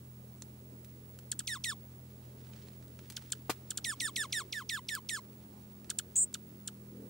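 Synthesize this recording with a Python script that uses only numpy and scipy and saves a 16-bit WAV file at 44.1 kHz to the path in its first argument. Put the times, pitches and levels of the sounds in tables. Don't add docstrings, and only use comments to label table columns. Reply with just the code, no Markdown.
import sys
import numpy as np
from scipy import signal
from scipy.io import wavfile
from scipy.ndimage import uniform_filter1d

SR = 44100
rng = np.random.default_rng(int(sys.argv[2]) if len(sys.argv) > 2 else 0)


def log_audio(samples):
    frames = np.atleast_2d(samples).T
    limited = np.clip(frames, -1, 1)
    pcm = np.round(limited * 32767).astype(np.int16)
    wavfile.write(sys.argv[1], SR, pcm)


N = 312669

# time after onset in s, pitch in Hz, fundamental in dB, overtones in dB.
SLUR_SHAPE = [(-.003, 6440, -10, -40), (-.001, 5970, 12, 2), (.002, 4200, 6, -3), (.006, 2400, 6.5, -6),
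              (.012, 2063, -8.5, -1.5), (.026, 1890, -1.2, -4.5), (.058, 1712, -1.5, -5),
              (.071, 1591, -5, -6.5), (.09, 1090, -13, -14), (.099, 1020, -9.5, -17), (.105, 932, -28, -32)]
CHIP_SHAPE = [(-.002, 10730, -28, -50), (.0001, 9020, -0.5, -6), (.002, 6733, 4, 2), (.005, 3420, -5, 0),
              (.008, 1834, -27.5, -47), (.011, 1600, -14.5, -3), (.017, 1235, -25.5, -24),
              (.023, 1280, -52, -50)]
# onset in s, level in dB, time stretch, pitch factor at the start, pitch factor at the end,
# overtones in dB, overtone tilt in dB per order.
SLUR_NOTES = [(1.474, -36, 1, 1.02, 1.03, -0.5, -1), (1.6406, -35, .93, 1.004, 1.07, -0.7, -0.1),
              (3.8448, -35, .95, 0.98, 1.066, -2.3, 2.5), (4.0025, -34.5, .95, 0.99, 1.07, -0.5, 2),
              (4.1608, -33.5, .97, 0.97, 1.042, -1.2, 0.2), (4.3258, -33.5, .96, 0.99, 1.046, -1, .4),
              (4.5262, -36, 1, .99, 1.008, -7, -2), (4.6935, -34.5, 1.006, 0.99, 1.001, -4, -1),
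              (4.8868, -36, 1.03, 0.96, 1.01, -4, -0.8), (5.0905, -36, 1.03, 0.98, 1.02, -1.5, 0.9)]
CHIP_NOTES = [(1.3159, -28, 1, 1.02, 1.16, -3, 5), (1.3907, -31, 1.2, 1.15, 0.98, 2.5, 3),
              (3.1657, -31, 0.97, 0.71, 1.22, -7.5, -3), (3.3208, -27, 0.96, .92, 1.1, -1.5, -1.1),
              (3.705, -31.5, .97, .98, 1.04, 4, -0.5), (3.7737, -30, 1.001, 0.96, 1.01, 3, 3),
              (5.9009, -28.5, 1, .98, 1.03, -10, .6), (5.9863, -26, .91, 1.01, 1.04, -.6, -2),
              (6.341, -30, 1.06, 0.86, 1.03, -1, -.4), (6.6754, -32.5, 0.97, 0.94, 1.02, 2, -1)]
# dB of order 2, 3, 4, 5; the fifth also serves the orders above.
SLUR_OVERTONES_DB = [-2.3, 3, -3.5, -3.5]
CHIP_OVERTONES_DB = [-6.5, -11, -23, -21]
# dB at the start, middle and end of a note.
WAVER_DB = [2.0, 2.5, 8.0]
# frequency in Hz, gain in dB, left minus right in dB.
VOICE_COLOUR = [(900, 3.5, 4.5), (1930, -0.5, -4.5), (2600, -9.5, -4.5), (3270, -5, -1.5), (3870, 3.5, 5.5),
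                (4730, -11.5, -3), (5250, -5, 2.5), (5650, -14, 2), (6000, -5, 1.5), (7560, -2.5, -3),
                (8240, 4.5, 15.5), (8890, -1.5, -9), (11600, -23.5, -19), (13900, -18, -4),
                (16200, -19, 13)]
# time in s, treble phase lead of the left channel in radians.
PERCH_LEAD = [(1.5, 1.08), (3.2, 0.64)]
# delay in s, left in dB, right in dB.
SONG_ECHOES = [(.00043, -6, -9), (.002, -10, -12), (.0037, -18, -15)]
# delay in s, left in dB, right in dB.
WARBLE_ECHOES = [(.0009, -12, -14), (.0021, -16, -14)]
# start in s, peak in dB, pitch of the band in Hz, 60 dB decay in s,
# left minus right in dB.
SEED_TICKS = [(0.4217, -29.5, 3500, 0.0059, -2), (0.8462, -40.5, 7100, 0.016, -1.1),
              (1.189, -39.5, 5600, 0.011, 2), (2.562, -51.5, 2600, .024, -7), (2.684, -47, 3200, 0.022, -7),
              (2.734, -51, 2400, .015, -3), (2.826, -50.5, 3000, 0.012, -4),
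              (2.8794, -50, 6020, 0.019, -1.5), (2.99, -45, 2400, 0.024, -1.5),
              (3.1008, -36, 6600, 0.031, 5), (3.122, -43.5, 5000, 0.031, .5),
              (3.2231, -46, 2714, 0.017, .5), (3.3024, -46, 8000, .02, 11), (3.3524, -47, 3100, 0.024, 2),
              (3.4232, -51.5, 8000, 0.009, 11), (4.9516, -15.5, 7620, 0.0017, 0.5),
              (5.8446, -49.5, 2480, 0.019, .1), (5.896, -37, 2500, 0.01, 3), (6.329, -45, 6000, .012, .1)]
# start in s, blow in dB, softening frequency of the contact in Hz.
BLOWS = [(3.4956, -20, 1500), (3.4982, -15.5, 700), (3.5023, -23, 6000), (3.5054, -36, 6000),
         (3.5115, -32, 3000)]
# frequency in Hz, relative level in dB, 60 dB decay in s.
BOWL_MODES = [(355, -8, 0.075), (486, 3, 0.014), (720, 3, 0.01), (780, 1.5, 0.016), (970, 1, 0.013),
              (1085, -2, 0.044), (1190, 1.5, 0.032), (1430, -3, 0.033), (1585, -7, .03), (1914, 0, .03),
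              (2400, 0, 0.04), (4200, -5, .04), (4400, 4, 0.042)]
# time in s, level in dB.
RUSTLE_LEVEL = [(0, -79.5), (2.2, -75.5), (2.65, -65.5), (2.85, -75.5), (3.2, -62.5), (3.4, -73),
                (3.7, -69.5), (5.5, -76), (7.09, -77)]
# time in s, turning rate in Hz, level in dB, lift of the orders above the third in dB.
MOTOR_COURSE = [(0, 41.73, -55, 0), (2.96, 41.96, -54.5, -0.8), (4.2, 41.58, -57, 0.2),
                (6.1, 41.36, -59.5, 7.5), (6.78, 40.8, -58.5, 9), (7.0, 40.92, -58, 9.5)]
# multiple of the turning rate, relative level in dB.
MOTOR_ORDERS = [(2, -6.5), (3, 0), (4, -17), (5, -6.5), (6, -16.5), (7, -19.5), (9, -18)]
# time in s, level in dB.
ROAD_LEVEL = [(0, -60.5), (2.0, -60), (2.45, -58), (3.3, -61), (4.4, -57.5), (4.7, -60.5), (5.65, -58.5),
              (6.5, -61), (7.09, -59)]
# frequency in Hz, density in dB per Hz.
ROAD_COLOUR = [(12, -58), (20, -12), (32, -23), (56, -13.5), (125, -8.5), (167, -9.5), (214, -4),
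               (250, -7.5), (389, -9), (540, -15), (2000, -35.5), (2600, -78), (4400, -120)]
HISS_COLOUR = [(590, -46), (1000, -3), (3900, -6), (4850, -8), (7070, -6.5), (12400, -6), (14900, -14),
               (15400, -15)]
# frequency in Hz, left-right correlation.
LIKENESS = [(60, 0.95), (130, 0.88), (290, 0.88), (640, 0.78), (1410, -0.16), (3100, -0.24), (6820, 0.4),
            (15000, 0.27)]
# time in s, level in dB.
SWELL_LEVEL = [(0, -85), (6.6, -80), (6.88, -63), (7.0, -55), (7.09, -52)]

SLUR_PAN_DB, CHIP_PAN_DB = -1.5, -2.1
HIGH_OVERTONE_SLOPE_DB = -2.5
RASP_DB = -12
LEAD_FULL_HZ = 3200
WARBLE_START_S, WARBLE_TOP_S, WARBLE_END_S = 6.1555, 6.1634, 6.249
WARBLE_HITCH_S = 6.1737
WARBLE_SWINGS_PER_S, WARBLE_SLOWING_PER_S2 = 125.3, 200
WARBLE_TOP_HZ, WARBLE_WANDER_HZ = 8540, 110
WARBLE_FIRST_HZ, WARBLE_FLOOR_HZ, WARBLE_SETTLE_S = 6280, 7100, 0.015
WARBLE_DB, WARBLE_DIP_DB, WARBLE_OCTAVE_DB, WARBLE_PUFF_DB = -22, -2.5, -27, -17
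WARBLE_ATTACK_S, WARBLE_RELEASE_S = 0.011, 0.024
PATTER_FROM_S, PATTER_GAP_S, PATTER_COUNT = 2.47, .05, 5
PATTER_DB, PATTER_HZ, PATTER_T60_S, PATTER_PAN_DB = -55, 2800, 0.027, -14
RATTLE_DB, RATTLE_T60_S = -34, 0.073
SONG_WET_DB, WARBLE_WET_DB, BOWL_WET_DB = -6, -12, -5
YARD_T60_S, YARD_LOW_HZ = .045, 2800
HISS_DB = -66.5
WHINE_HZ, WHINE_DB, WHINE_PAN_DB, WHINE_LEAD_RAD = 15704, -56, -7, 2.15
MAINS_HZ, WHINE_BUZZ = 60, .2
MIC_TOP_HZ, CUTOFF_HZ = 16100, 16650


def song(notes, shape, orders_db, pan_db):
    out = np.zeros((2, N))
    after, hz, first_db, rest_db = np.transpose(shape)
    waver = [np.minimum(drift(50), .6) for _ in range(9)]
    for s, level_db, stretch, start, end, over_db, tilt_db in notes:
        t = np.arange(after[0] * stretch, after[-1] * stretch, 1 / SR)
        glide = np.exp(np.interp(t / stretch, after, np.log(hz)))
        pitch = uniform_filter1d(np.linspace(start, end, len(t)) * glide, size=30)
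        phase = 2 * np.pi * np.cumsum(pitch) / SR
        overtone_db = np.interp(t / stretch, after, rest_db)
        waver_depth = np.interp(t, np.linspace(t[0], t[-1], 3), WAVER_DB)
        perch_lead = np.interp(s, *np.transpose(PERCH_LEAD))
        first = round(s * SR)
        note = 0
        for k in range(1, 10):
            if k == 1:
                db = np.interp(t / stretch, after, first_db)
            else:
                order = min(k, 5)
                db = overtone_db + over_db + tilt_db * (order - 3) + orders_db[order - 2]
                db += HIGH_OVERTONE_SLOPE_DB * max(k - 5, 0)
                db += waver_depth * waver[k - 1][first:first + len(t)]
            partial_hz = k * pitch
            level = amp(db + at_hz(VOICE_COLOUR, partial_hz)) * (partial_hz < .4 * SR)
            sides = panned(level, pan_db + at_hz(VOICE_COLOUR, partial_hz, axis=2))
            lead = perch_lead * np.minimum(partial_hz / LEAD_FULL_HZ, 1)
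            note = note + sides * np.sin(k * phase + [lead, 0 * lead])
        note += amp(RASP_DB + overtone_db) * airflow(len(t))
        add(out, amp(level_db) * note, s + t[0])
    return out


def airflow(count):
    noise = rng.standard_normal(count) + .5 * rng.standard_normal((2, count))
    return bandpass(noise, 2400, 12500)


def warble():
    t = np.arange(WARBLE_START_S, WARBLE_END_S, 1 / SR)
    age, since_top = t - WARBLE_START_S, t - WARBLE_TOP_S
    turn = WARBLE_SWINGS_PER_S * since_top - WARBLE_SLOWING_PER_S2 * since_top ** 2 / 2
    turn += (t > WARBLE_HITCH_S) * (1 - 2 * (np.interp(WARBLE_HITCH_S, t, turn) % 1))
    turn = np.where(since_top < 0, .5 * since_top / since_top[0], turn)
    down = .5 - .5 * np.cos(2 * np.pi * turn)
    top = WARBLE_TOP_HZ + WARBLE_WANDER_HZ * drift(36)[:len(t)]
    dip = WARBLE_FLOOR_HZ + (WARBLE_FIRST_HZ - WARBLE_FLOOR_HZ) * np.exp(-age / WARBLE_SETTLE_S)
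    phase = 2 * np.pi * np.cumsum(top * (1 - down) + dip * down) / SR
    tone = np.sin(phase) + amp(WARBLE_OCTAVE_DB) * np.sin(2 * phase)
    tone += amp(WARBLE_PUFF_DB - 60 * age / .07) * airflow(len(t))[0]
    fade = np.minimum(age / WARBLE_ATTACK_S, (WARBLE_END_S - t) / WARBLE_RELEASE_S)
    envelope = np.sqrt(np.clip(fade, 0, 1))
    level = amp(WARBLE_DB + WARBLE_DIP_DB * down + drift(60)[:len(t)])
    out = np.zeros((2, N))
    add(out, panned(tone * envelope * level, -0.44), t[0])
    return out


def ticks(rows):
    out, t = np.zeros((2, N)), np.arange(2000) / SR
    for s, db, hz, t60, pan_db in rows:
        burst = (rng.standard_normal(2000) + 2.2 * (t == 0)) * amp(-60 * t / t60)
        burst = bandpass(burst, hz / 5.3, min(hz * 2.28, .4 * SR))
        add(out, panned(amp(db) * burst / np.abs(burst).max(), pan_db), s)
    return out


def patter():
    rows = []
    for k in range(PATTER_COUNT):
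        late, louder, brighter = rng.standard_normal(3)
        s = PATTER_FROM_S + PATTER_GAP_S * (k + .25 * late)
        hz = PATTER_HZ * np.exp(.2 * brighter)
        rows.append((s, PATTER_DB + 1.5 * louder, hz, PATTER_T60_S, PATTER_PAN_DB))
    return rows


def knock():
    out, t = np.zeros((2, N)), np.arange(8000) / SR
    for s, blow_db, soft_hz in BLOWS:
        for hz, db, t60 in BOWL_MODES:
            mode_db = blow_db + db - 15.5 + rng.normal(0, 2)
            ring = amp(mode_db - 60 * t / t60) * np.sin(2 * np.pi * hz * t)
            ring /= 1 + (hz / soft_hz) ** 2
            add(out, panned(ring, 3.5 + rng.normal(0, 1.0)), s)
    noise = rng.standard_normal(8000) + 1.87 * rng.standard_normal((2, 8000))
    rattle = signal.lfilter([1, -1], np.convolve([1, -.6], [1, -.96]), noise)
    envelope = amp(RATTLE_DB - 60 * t / RATTLE_T60_S) * (1 - np.exp(-t / 0.0034))
    add(out, envelope * rattle, BLOWS[0][0])
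    return signal.sosfilt(signal.butter(2, 120, "high", fs=SR, output="sos"), out)


def rustle():
    chance = 3500 * amp(5 * drift(25)) / SR
    born = rng.random((2, N)) < chance
    mid, side = born * rng.standard_normal((2, N))
    grains = bandpass(mid + .5 * side * [[1], [-1]], 1200, 6000)
    return amp(in_time(RUSTLE_LEVEL)[0]) * rms_one(grains)


def outdoors(x, wet_db, echoes=()):
    t = np.arange(6000) / SR
    tail = rng.standard_normal((2, 6000)) / np.sqrt(YARD_T60_S * SR / 14)
    response = amp(wet_db - 60 * t / YARD_T60_S) * tail
    for delay, left_db, right_db in echoes:
        response[:, round(delay * SR)] += amp([left_db, right_db])
    response = signal.lfilter(*signal.butter(2, YARD_LOW_HZ, "high", fs=SR), response)
    response[:, 0] = 1
    return signal.fftconvolve(x, response, axes=1)[:, :N]


def motor():
    rate, level_db, lift_db = in_time(MOTOR_COURSE)
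    phase = 2 * np.pi * np.cumsum(rate) / SR
    hum = 0
    for k, db in MOTOR_ORDERS:
        level = amp(db + lift_db * (k > 3) + .8 * drift(3))
        hum = hum + level * np.sin(k * phase + .3 * drift(2) + 6 * rng.random())
    return panned(np.sqrt(2) * amp(level_db) * hum, 0.25)


def road():
    return amp(in_time(ROAD_LEVEL)[0]) * banded_noise(ROAD_COLOUR, patchy_db=2.5) * amp([[.7], [-.7]])


def swell():
    noise = rng.standard_normal(N) + 0.21 * rng.standard_normal((2, N))
    return amp(in_time(SWELL_LEVEL)[0]) * rms_one(bandpass(noise, 220, 500, order=4))


def hiss():
    return amp(HISS_DB) * banded_noise(HISS_COLOUR, patchy_db=.3)


def whine():
    t = np.arange(N) / SR
    offsets = [WHINE_LEAD_RAD + 0.52 * drift(18), 0.5 * drift(19)]
    phase = 2 * np.pi * WHINE_HZ * t + offsets
    buzz = 1 + WHINE_BUZZ * np.sin(2 * np.pi * MAINS_HZ * t)
    return panned(amp(WHINE_DB + 1.6 * drift(30)) * buzz, WHINE_PAN_DB) * np.sin(phase)


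def banded_noise(spectrum, patchy_db):
    out, edges = 0, 20 * 2 ** np.arange(0, 10, .5)
    white = rng.standard_normal((2, 2, N))
    for k, (low, high) in enumerate(zip(edges, np.append(edges[1:], 18000))):
        hz = np.sqrt(low * high)
        if spectrum[0][0] < hz < spectrum[-1][0] * 1.2:
            mid, side = bandpass(white[k % 2], low, high)
            alike = np.clip(at_hz(LIKENESS, hz), -1, 1)
            gain = amp(at_hz(spectrum, hz) + patchy_db * drift(6.8))
            out = out + gain * (np.sqrt(1 + alike) * mid + np.sqrt(1 - alike) * side * [[1], [-1]])
    return rms_one(out)


def drift(rate):
    r = np.exp(-2 * np.pi * rate * 40 / SR)
    slow = signal.lfilter([1], [1, -2 * r, r * r], rng.standard_normal(N // 40 + 2002))[2000:]
    return np.interp(np.arange(N) / 40, np.arange(len(slow)), rms_one(slow))


def bandpass(x, low, high, order=2):
    return signal.sosfilt(signal.butter(order, [low, high], "band", fs=SR, output="sos"), x)


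def amp(db):
    return 10 ** (np.asarray(db) / 20)


def rms_one(x):
    return x / np.sqrt(np.mean(x ** 2) + 1e-20)


def in_time(rows):
    s, *columns = np.transpose(rows)
    return [np.interp(np.arange(N) / SR, s, c) for c in columns]


def at_hz(points, hz, axis=1):
    points = np.array(points)
    return np.interp(np.log(hz), np.log(points[:, 0]), points[:, axis])


def panned(x, pan_db):
    return np.array([x * amp(pan_db / 2), x * amp(-pan_db / 2)])


def add(out, x, s):
    i = int(round(s * SR))
    out[..., i:i + x.shape[-1]] += x[..., :N - i]


def scene():
    singer = song(SLUR_NOTES, SLUR_SHAPE, SLUR_OVERTONES_DB, SLUR_PAN_DB)
    singer += song(CHIP_NOTES, CHIP_SHAPE, CHIP_OVERTONES_DB, CHIP_PAN_DB)
    birds = outdoors(singer, SONG_WET_DB, SONG_ECHOES) + outdoors(warble(), WARBLE_WET_DB, WARBLE_ECHOES)
    bowl = outdoors(ticks(SEED_TICKS + patter()) + knock(), BOWL_WET_DB) + rustle()
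    return birds + bowl + motor() + road() + swell() + hiss() + whine()


def record(dry):
    mic = signal.sosfilt(signal.cheby2(8, 22, MIC_TOP_HZ + 150, fs=SR, output="sos"), dry)
    return signal.sosfilt(signal.cheby2(16, 60, CUTOFF_HZ + 100, fs=SR, output="sos"), mic)


dry = scene()
out = record(dry)
log_audio(out)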